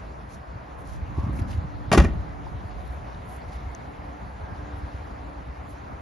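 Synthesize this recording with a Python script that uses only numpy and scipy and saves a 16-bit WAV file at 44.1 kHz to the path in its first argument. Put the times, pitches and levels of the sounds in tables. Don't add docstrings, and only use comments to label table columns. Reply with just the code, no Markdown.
import sys
import numpy as np
from scipy import signal
from scipy.fft import rfft, irfft, next_fast_len
from scipy.io import wavfile
from scipy.ndimage import uniform_filter1d, map_coordinates

SR = 44100
rng = np.random.default_rng(int(sys.argv[2]) if len(sys.argv) > 2 else 0)


def unload_audio(sound):
    columns = np.transpose(np.atleast_2d(sound))
    steps = np.round(np.clip(columns, -1, 1) * 32767)
    wavfile.write(sys.argv[1], SR, steps.astype(np.int16))


N = 265041

# t/s, level/dB about its mean
TRAFFIC_FLOW = [(0, 0), (.4, -2), (1.7, 0), (2.1, 0.5), (3.6, 1), (4.3, -0.5), (4.85, 2), (5.2, 0),
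                (6.01, -0.5)]
# f/Hz, level/dB
RUMBLE_SPECTRUM = [(20, -27), (32, -26), (48, -10), (64, -2), (85, -13.5), (120, -16.5), (170, -24)]
# f/Hz, left-right likeness (-1..1)
STREET_IMAGE = [(60, 0.97), (170, 1), (260, 0.79), (450, -0.016), (700, -0.21), (1100, -0.45),
                (1500, -0.17), (2000, 0.5), (2700, 0.64), (5500, 0.64), (7500, 1), (12000, 0.99)]
# f/Hz, left-right likeness (-1..1)
GATE_IMAGE = [(100, 0.89), (1500, 0.98), (2300, 0.59), (5000, 0.85), (12000, 1)]
PULL_S, PULL_LENGTH_S = 1.34, 0.44


def amp(db):
    return 10 ** (np.asarray(db) / 20)


def unit(x):
    return x / np.sqrt(np.mean(x ** 2) + 1e-20)


def along(points, hz):
    freqs, values = np.transpose(points)
    return np.interp(np.log(hz + 1), np.log(freqs + 1), values)


def fader(points):
    return np.interp(np.arange(N) / SR, *np.transpose(points))


def bell_at(s, length):
    return np.exp(-(2 * (np.arange(N) / SR - s) / length) ** 2)


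def plateau(s, rise, hold, fall):
    return np.interp(np.arange(N) / SR, s + np.cumsum([0, rise, hold, fall]), [0, 1, 1, 0])


def swell(s, length):
    reach = int(1.5 * length * SR)
    t = np.arange(-reach, reach) / SR
    return round((s + t[0]) * SR), t, amp(-24 * (t / length) ** 2)


def wobble(rate):
    return map_coordinates(rng.standard_normal(int(N * rate / SR) + 4), [np.arange(N) * rate / SR])


def filtered(x, response):
    size = next_fast_len(x.shape[-1] + 8192)
    return irfft(rfft(x, size) * response(np.fft.rfftfreq(size, 1 / SR)), size)[..., :x.shape[-1]]


def eq(points):
    return lambda hz: amp(along([(1, -120)] + list(points) + [(SR / 2, -120)], hz))


def band(centre, width):
    return lambda hz: np.exp(-((hz - centre) / width) ** 2)


def noise(colour, image, count=N):
    def mid_side(hz):
        spread = np.arccos(np.clip(along(image, hz), -1, 1)) / 2
        return colour(hz) * [np.cos(spread), np.sin(spread)]
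    mid, side = filtered(rng.standard_normal((2, count)), mid_side)
    return unit(np.array([mid + side, mid - side]))


def patchy(x, depth_db):
    spectra = signal.stft(x, nperseg=512)[2]
    patches = uniform_filter1d(rng.standard_normal(spectra.shape[1:]), size=14, axis=0)
    patches = uniform_filter1d(patches, size=9, axis=1)
    return unit(signal.istft(spectra * amp(depth_db * unit(patches)), nperseg=512)[1][:, :N])


def engines():
    level_db = -40 + 0.27 * fader(TRAFFIC_FLOW) + 6.5 * bell_at(PULL_S, PULL_LENGTH_S)
    lumps = amp(2 * wobble(30))
    return amp(level_db) * unit(lumps * noise(eq(RUMBLE_SPECTRUM), STREET_IMAGE))


def tyres():
    # f/Hz, level/dB
    roar_spectrum = [(150, -7), (300, -6), (450, -4.5), (700, -1.5), (1050, -3.5), (1500, -10.5),
                     (2000, -15), (2600, -22.5), (3500, -36), (5000, -47)]
    # f/Hz, level/dB
    hiss_spectrum = [(1500, -5), (2600, 0), (4200, -1), (5600, -7.5), (7000, -9.5), (8400, -13),
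                     (10000, -14.5), (11600, -15.5), (11900, -64)]
    busy_db = fader(TRAFFIC_FLOW)
    roar_db = -42.5 + 0.57 * busy_db + 2 * bell_at(PULL_S, PULL_LENGTH_S)
    roar = patchy(noise(eq(roar_spectrum), STREET_IMAGE), depth_db=1)
    hiss = patchy(noise(eq(hiss_spectrum), STREET_IMAGE), depth_db=2)
    return amp(roar_db) * roar + amp(-61.5 + busy_db) * hiss


def drones():
    # f/Hz, width/Hz, start/s, end/s, level/dB
    passes = [(732.7, 17, 1.44, 5.15, -53.5), (1624, 28, 4.15, 5.17, -58.5), (2170, 83, 3.15, 4.14, -60.5),
              (850, 76, 3.55, 5, -55), (1300, 540, 4.24, 5, -59)]
    out, t = np.zeros((2, N)), np.arange(N) / SR
    for hz, width, start, end, db in passes:
        progress = np.clip((t - start) / (end - start), 0, 1)
        out += amp(db) * np.sin(np.pi * progress) ** 0.5 * noise(band(hz, width), [(100, 0.11)])
    return out


def hum(pitch_hz=293):
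    # t/s, level/dB
    ride = [(0, -65.5), (1.7, -46), (2.4, -47), (2.8, -59.5), (3.8, -60), (3.93, -47.5), (4.17, -47),
            (4.3, -71), (4.52, -65), (4.62, -43), (5.1, -51), (5.4, -45), (5.5, -64), (5.6, -48),
            (5.78, -50), (6.01, -70)]
    phase = 2 * np.pi * np.cumsum(pitch_hz + 3.46 * wobble(14)) / SR
    return amp(fader(ride) + 1.1 * wobble(10)) * np.sin(phase + [[0.4], [-0.4]])


def wind(calm_db=-58, gust_db=-37.5):
    # f/Hz, level/dB
    buffet_spectrum = [(25, -41), (50, -25), (110, 1), (170, -2), (300, -7), (420, -24.5), (700, -48)]
    # f/Hz, left-right likeness (-1..1)
    buffet_image = [(40, 1), (300, 0.4)]
    blowing = plateau(0.757, rise=0.11, hold=1.67, fall=1)
    puff_db = 9 * bell_at(2.09, length=0.31)
    blow_db = calm_db + (gust_db - calm_db) * blowing + puff_db
    buffet_db = -48 + 8 * bell_at(PULL_S, PULL_LENGTH_S) + 3.5 * blowing
    buffet = unit(amp(3.2 * wobble(25)) * noise(eq(buffet_spectrum), buffet_image))
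    flutter = amp(2.1 * np.array([wobble(16), wobble(21)]))
    gust = unit(flutter * noise(eq(RUMBLE_SPECTRUM), [(60, 0.0042)]))
    return amp(buffet_db) * buffet + amp(blow_db) * gust


def bumps(cycles=1.4):
    # middle t/s, f/Hz, level/dB
    knocks = [(.563, 106, -27.5), (1.034, 73.4, -22), (1.092, 95, -27), (1.183, 113, -19.5),
              (1.185, 295, -23.5), (1.199, 71, -17.5), (1.238, 194, -27), (1.244, 94, -19),
              (1.269, 185, -22.5), (1.291, 115, -20.5), (1.297, 292, -28.5), (1.395, 282, -26.5),
              (1.422, 85, -16.5), (1.428, 250, -28), (1.462, 76, -29), (1.508, 80, -25), (1.551, 90, -22.5),
              (1.587, 79, -15.5), (1.648, 155, -24), (1.886, 110, -26), (1.922, 160, -15),
              (1.945, 115, -20), (1.97, 150, -14), (2.16, 165, -27.5), (2.552, 100, -24.5),
              (2.656, 88, -26), (2.911, 61.5, -25), (3.469, 68, -29.5), (3.667, 68.5, -28), (4.44, 80, -28),
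              (4.535, 85, -30), (4.635, 90, -33), (4.744, 83, -29.5), (4.788, 80, -29), (4.841, 76, -27),
              (4.952, 77.6, -26.5), (5.01, 74.6, -29)]
    out = np.zeros((2, N))
    for (s, hz, db), (turn, lean) in zip(knocks, rng.uniform(-1.18, 1, (len(knocks), 2))):
        first, t, bell = swell(s, cycles / hz)
        phase = 2 * np.pi * hz * t + 1.04 * turn + 0.22 * lean * np.array([[1], [-1]])
        out[:, first:first + len(t)] -= amp(db) * bell * np.cos(phase)
    return out


def rustle(tilt_db_per_octave=-7, top_hz=11750):
    # middle t/s, length/s, level/dB, low cut/Hz
    strokes = [(0.331, 0.059, -57.5, 4500), (0.81, 0.038, -63.5, 8000), (0.913, 0.11, -58.5, 4030),
               (1.211, 0.14, -60, 1500), (1.374, 0.07, -57.5, 7000), (1.398, 0.072, -55.5, 1190),
               (1.52, 0.07, -51.5, 2670), (2.206, 0.022, -65, 3000), (2.881, 0.17, -68, 9000),
               (3.325, 0.089, -59.5, 8950), (3.536, 0.085, -60.5, 3500), (4.781, 0.036, -66, 7000),
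               (5.71, 0.054, -64, 8500)]
    out, grain = np.zeros((2, N)), amp(2.4 * wobble(90) + 2.1 * wobble(600))
    for s, length, db, low_hz in strokes:
        first, t, bell = swell(s, length)
        low_cut = lambda f: (f / low_hz) ** 4 / (1 + (f / low_hz) ** 4)
        colour = lambda f: amp(tilt_db_per_octave * np.log2((f + 1) / low_hz)) * low_cut(f) * (f < top_hz)
        out[:, first:first + len(t)] += amp(db) * bell * noise(colour, STREET_IMAGE, len(t))
    return out * grain


def ticks(ping_t60_cycles=22, click_t60_s=0.0075):
    # t/s, level/dB, f/Hz, click level/dB against the ping
    touches = [(.8075, -44, 9800, 1), (0.875, -27, 9300, -2), (.962, -39, 5800, 4),
               (1.39, -31.5, 2240, 2.5), (1.419, -37, 4800, 2.5), (1.4995, -41, 4400, 2.5),
               (1.519, -42, 3620, 2.5), (1.53, -31.5, 2840, 2.5), (1.543, -43, 4530, 2.5),
               (2.467, -30.5, 890, 8), (3.147, -40, 3850, 3), (3.42, -37, 4200, -8), (3.525, -43, 4200, 1),
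               (3.717, -41, 10800, -2), (3.7497, -20, 6350, -10)]
    out, t = np.zeros(N), np.arange(2000) / SR
    for s, db, hz, click_db in touches:
        ping = np.sin(2 * np.pi * hz * t)
        ping *= (1 - np.exp(-t / 0.00036)) ** 2 * amp(-60 * t * hz / ping_t60_cycles)
        colour = lambda f: (f / hz) ** 3 / (1 + (f / hz) ** 6) / (1 + (f / 11500) ** 16)
        click = filtered(rng.standard_normal(len(t)), colour)
        click *= (1 - np.exp(-t / 0.00024)) ** 2 * amp(click_db - 60 * t / click_t60_s)
        out[round(s * SR):][:len(t)] += amp(db) * (ping + click)
    return out * amp([[1.5], [-1.5]])


def strut():
    # middle t/s, length/s, level/dB, f/Hz, width/Hz
    strokes = [(1.185, 0.042, -47, 850, 120), (1.206, .1, -45.5, 1075, 80), (1.289, .065, -47, 1150, 130)]
    out = np.zeros((2, N))
    for s, length, db, hz, width in strokes:
        first, t, bell = swell(s, length)
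        rub = bell * noise(band(hz, width), GATE_IMAGE, len(t))
        out[:, first:first + len(t)] += amp(db) * unit(rub) * np.sqrt(np.mean(bell ** 2))
    return out


def house_fronts(x, t60_s=0.47):
    t = np.arange(SR // 2) / SR
    colour = eq([(100, 3.5), (1500, 2.5), (6000, -13.5), (12000, -26)])
    tail = noise(colour, [(100, 1.0), (1000, 0.42)], len(t)) * amp(-60 * t / t60_s)
    return signal.fftconvolve(x, tail / np.linalg.norm(tail[0]), axes=1)[:, :N]


def cabin_boom(cycles=2.6):
    # t/s, f/Hz, level/dB, swing gain (+ out first, - in first)
    pushes = [(1.9788, 62, -4, -0.96), (2.017, 71, -20, 1), (2.046, 72.3, -15, -1),
              (2.096, 58, -23.5, -1.1), (2.158, 71, -25, 0.91), (2.186, 80, -19.5, -0.81)]
    out = np.zeros((2, N))
    for s, hz, db, swing in pushes:
        turns = np.arange(int(cycles / hz * SR)) * hz / SR
        fade = np.sin(np.pi * turns / cycles) ** 0.8
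        pressure = np.sin(2 * np.pi * (turns + [[0.015], [-0.015]]))
        out[:, round(s * SR):][:, :len(turns)] += swing * amp(db) * fade * pressure
    return out


def panel(hz, seal_hz=6000):
    # f/Hz, width/Hz, level/dB
    modes = [(170, 30, 5), (270, 38, 3), (370, 60, -1), (570, 48, -1.5), (703, 30, -8), (860, 25, -11),
             (980, 26, -14), (1139, 28, -3.5), (1390, 33, -11), (1507, 28, -10), (1882, 40, -4.5),
             (2200, 67, -14), (2380, 45, -10), (2790, 110, -14)]
    body = sum((-1) ** k * amp(db) * 1j * hz * width / (centre ** 2 - hz ** 2 + 1j * hz * width)
               for k, (centre, width, db) in enumerate(modes))
    return body / (1 + 1j * hz / seal_hz)


def tailgate(part_peak_s=0.0035, crack_t60_s=0.012):
    # t/s, level/dB, snap level/dB, clatter t60/s, part f/Hz, part level/dB
    contacts = [(1.916, -10.5, -20, 0.051, 940, -10.5), (1.926, -13.5, -7.5, 0.13, 1150, -10),
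                (1.9325, -21, -17, 0.046, 686, 8.5), (1.9355, -33, -5, 0.067, 455, 9),
                (1.951, -27, -10, 0.066, 368, 9), (1.946, -16, -15, 0.08, 1145, -3.5),
                (1.969, -31.5, -15, 0.04, 215, 14.5), (1.9747, -29, -21, 0.044, 341.3, 23.5),
                (1.9753, -13, -14, 0.09, 268, -4), (1.9795, -14, -14.5, 0.11, 367, -2.5),
                (1.9998, -16, -17, 0.063, 557, 0), (2.018, -31, -13, 0.26, 170, 16),
                (2.038, -32.5, -14, 0.15, 225, 16.5), (2.046, -22.5, -17.5, 0.038, 2400, -9.5),
                (2.051, -31.5, -20, 0.036, 1830, 0.5), (2.085, -38, -30, 0.06, 228, 10.5)]
    # f/Hz, level/dB
    clatter_spectrum = [(420, -6.5), (800, -6.5), (2000, -14), (3400, -20), (5000, -37)]
    # f/Hz, level/dB
    snap_spectrum = [(2500, -2), (4000, -6), (5200, -2.5), (7300, -5), (8800, -9), (10500, -13.5),
                     (11700, -16), (12050, -60)]
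    out, t = np.zeros((2, N)), np.arange(SR // 2) / SR
    attack = 1 - np.exp(-t / 0.00049)
    part_envelope = t / part_peak_s * np.exp(1 - t / part_peak_s)
    crack = amp(4.5 - 60 * t / crack_t60_s)
    burst = lambda colour: attack * noise(colour, GATE_IMAGE, len(t))
    for s, db, snap_db, t60, part_hz, part_db in contacts:
        force = burst(np.ones_like) * amp(-60 * t / (0.8 * t60))
        force[:, 8] += amp(20.5)
        ring = amp(12.5) * filtered(force, panel)
        part = amp(part_db) * part_envelope * np.sin(2 * np.pi * part_hz * t)
        rattle_db = 1.9 * wobble(315)[:len(t)]
        clatter = amp(-5.5) * burst(eq(clatter_spectrum)) * amp(-60 * t / t60)
        snap_tail = amp(rattle_db - 60 * t / (0.94 * t60))
        snap = amp(snap_db - 3) * burst(eq(snap_spectrum)) * (crack + snap_tail)
        out[:, round(s * SR):][:, :len(t)] += amp(db) * (part + ring + clatter + snap)
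    return out * amp([[0.6], [-0.6]])


def scene():
    gate = tailgate()
    slam = gate + amp(-20) * house_fronts(gate) + cabin_boom()
    movement = strut() + bumps() + rustle() + ticks()
    street = hum() + drones() + engines() + wind() + tyres()
    return slam + movement + street


def record(dry, top_hz=12800):
    # f/Hz, left channel's lead/turns
    port_lead = [(6000, 0.0051), (6600, 0.2), (7300, 0.3), (7800, 0.48), (8700, 0.5), (9200, 0.6),
                 (9900, 0.8), (10500, 0.96)]
    twist = lambda hz: np.exp(1j * np.pi * along(port_lead, hz) * np.array([[1], [-1]]))
    return filtered(dry, lambda hz: twist(hz) / (1 + (hz / top_hz) ** 200))


dry = scene()
out = record(dry)
unload_audio(out)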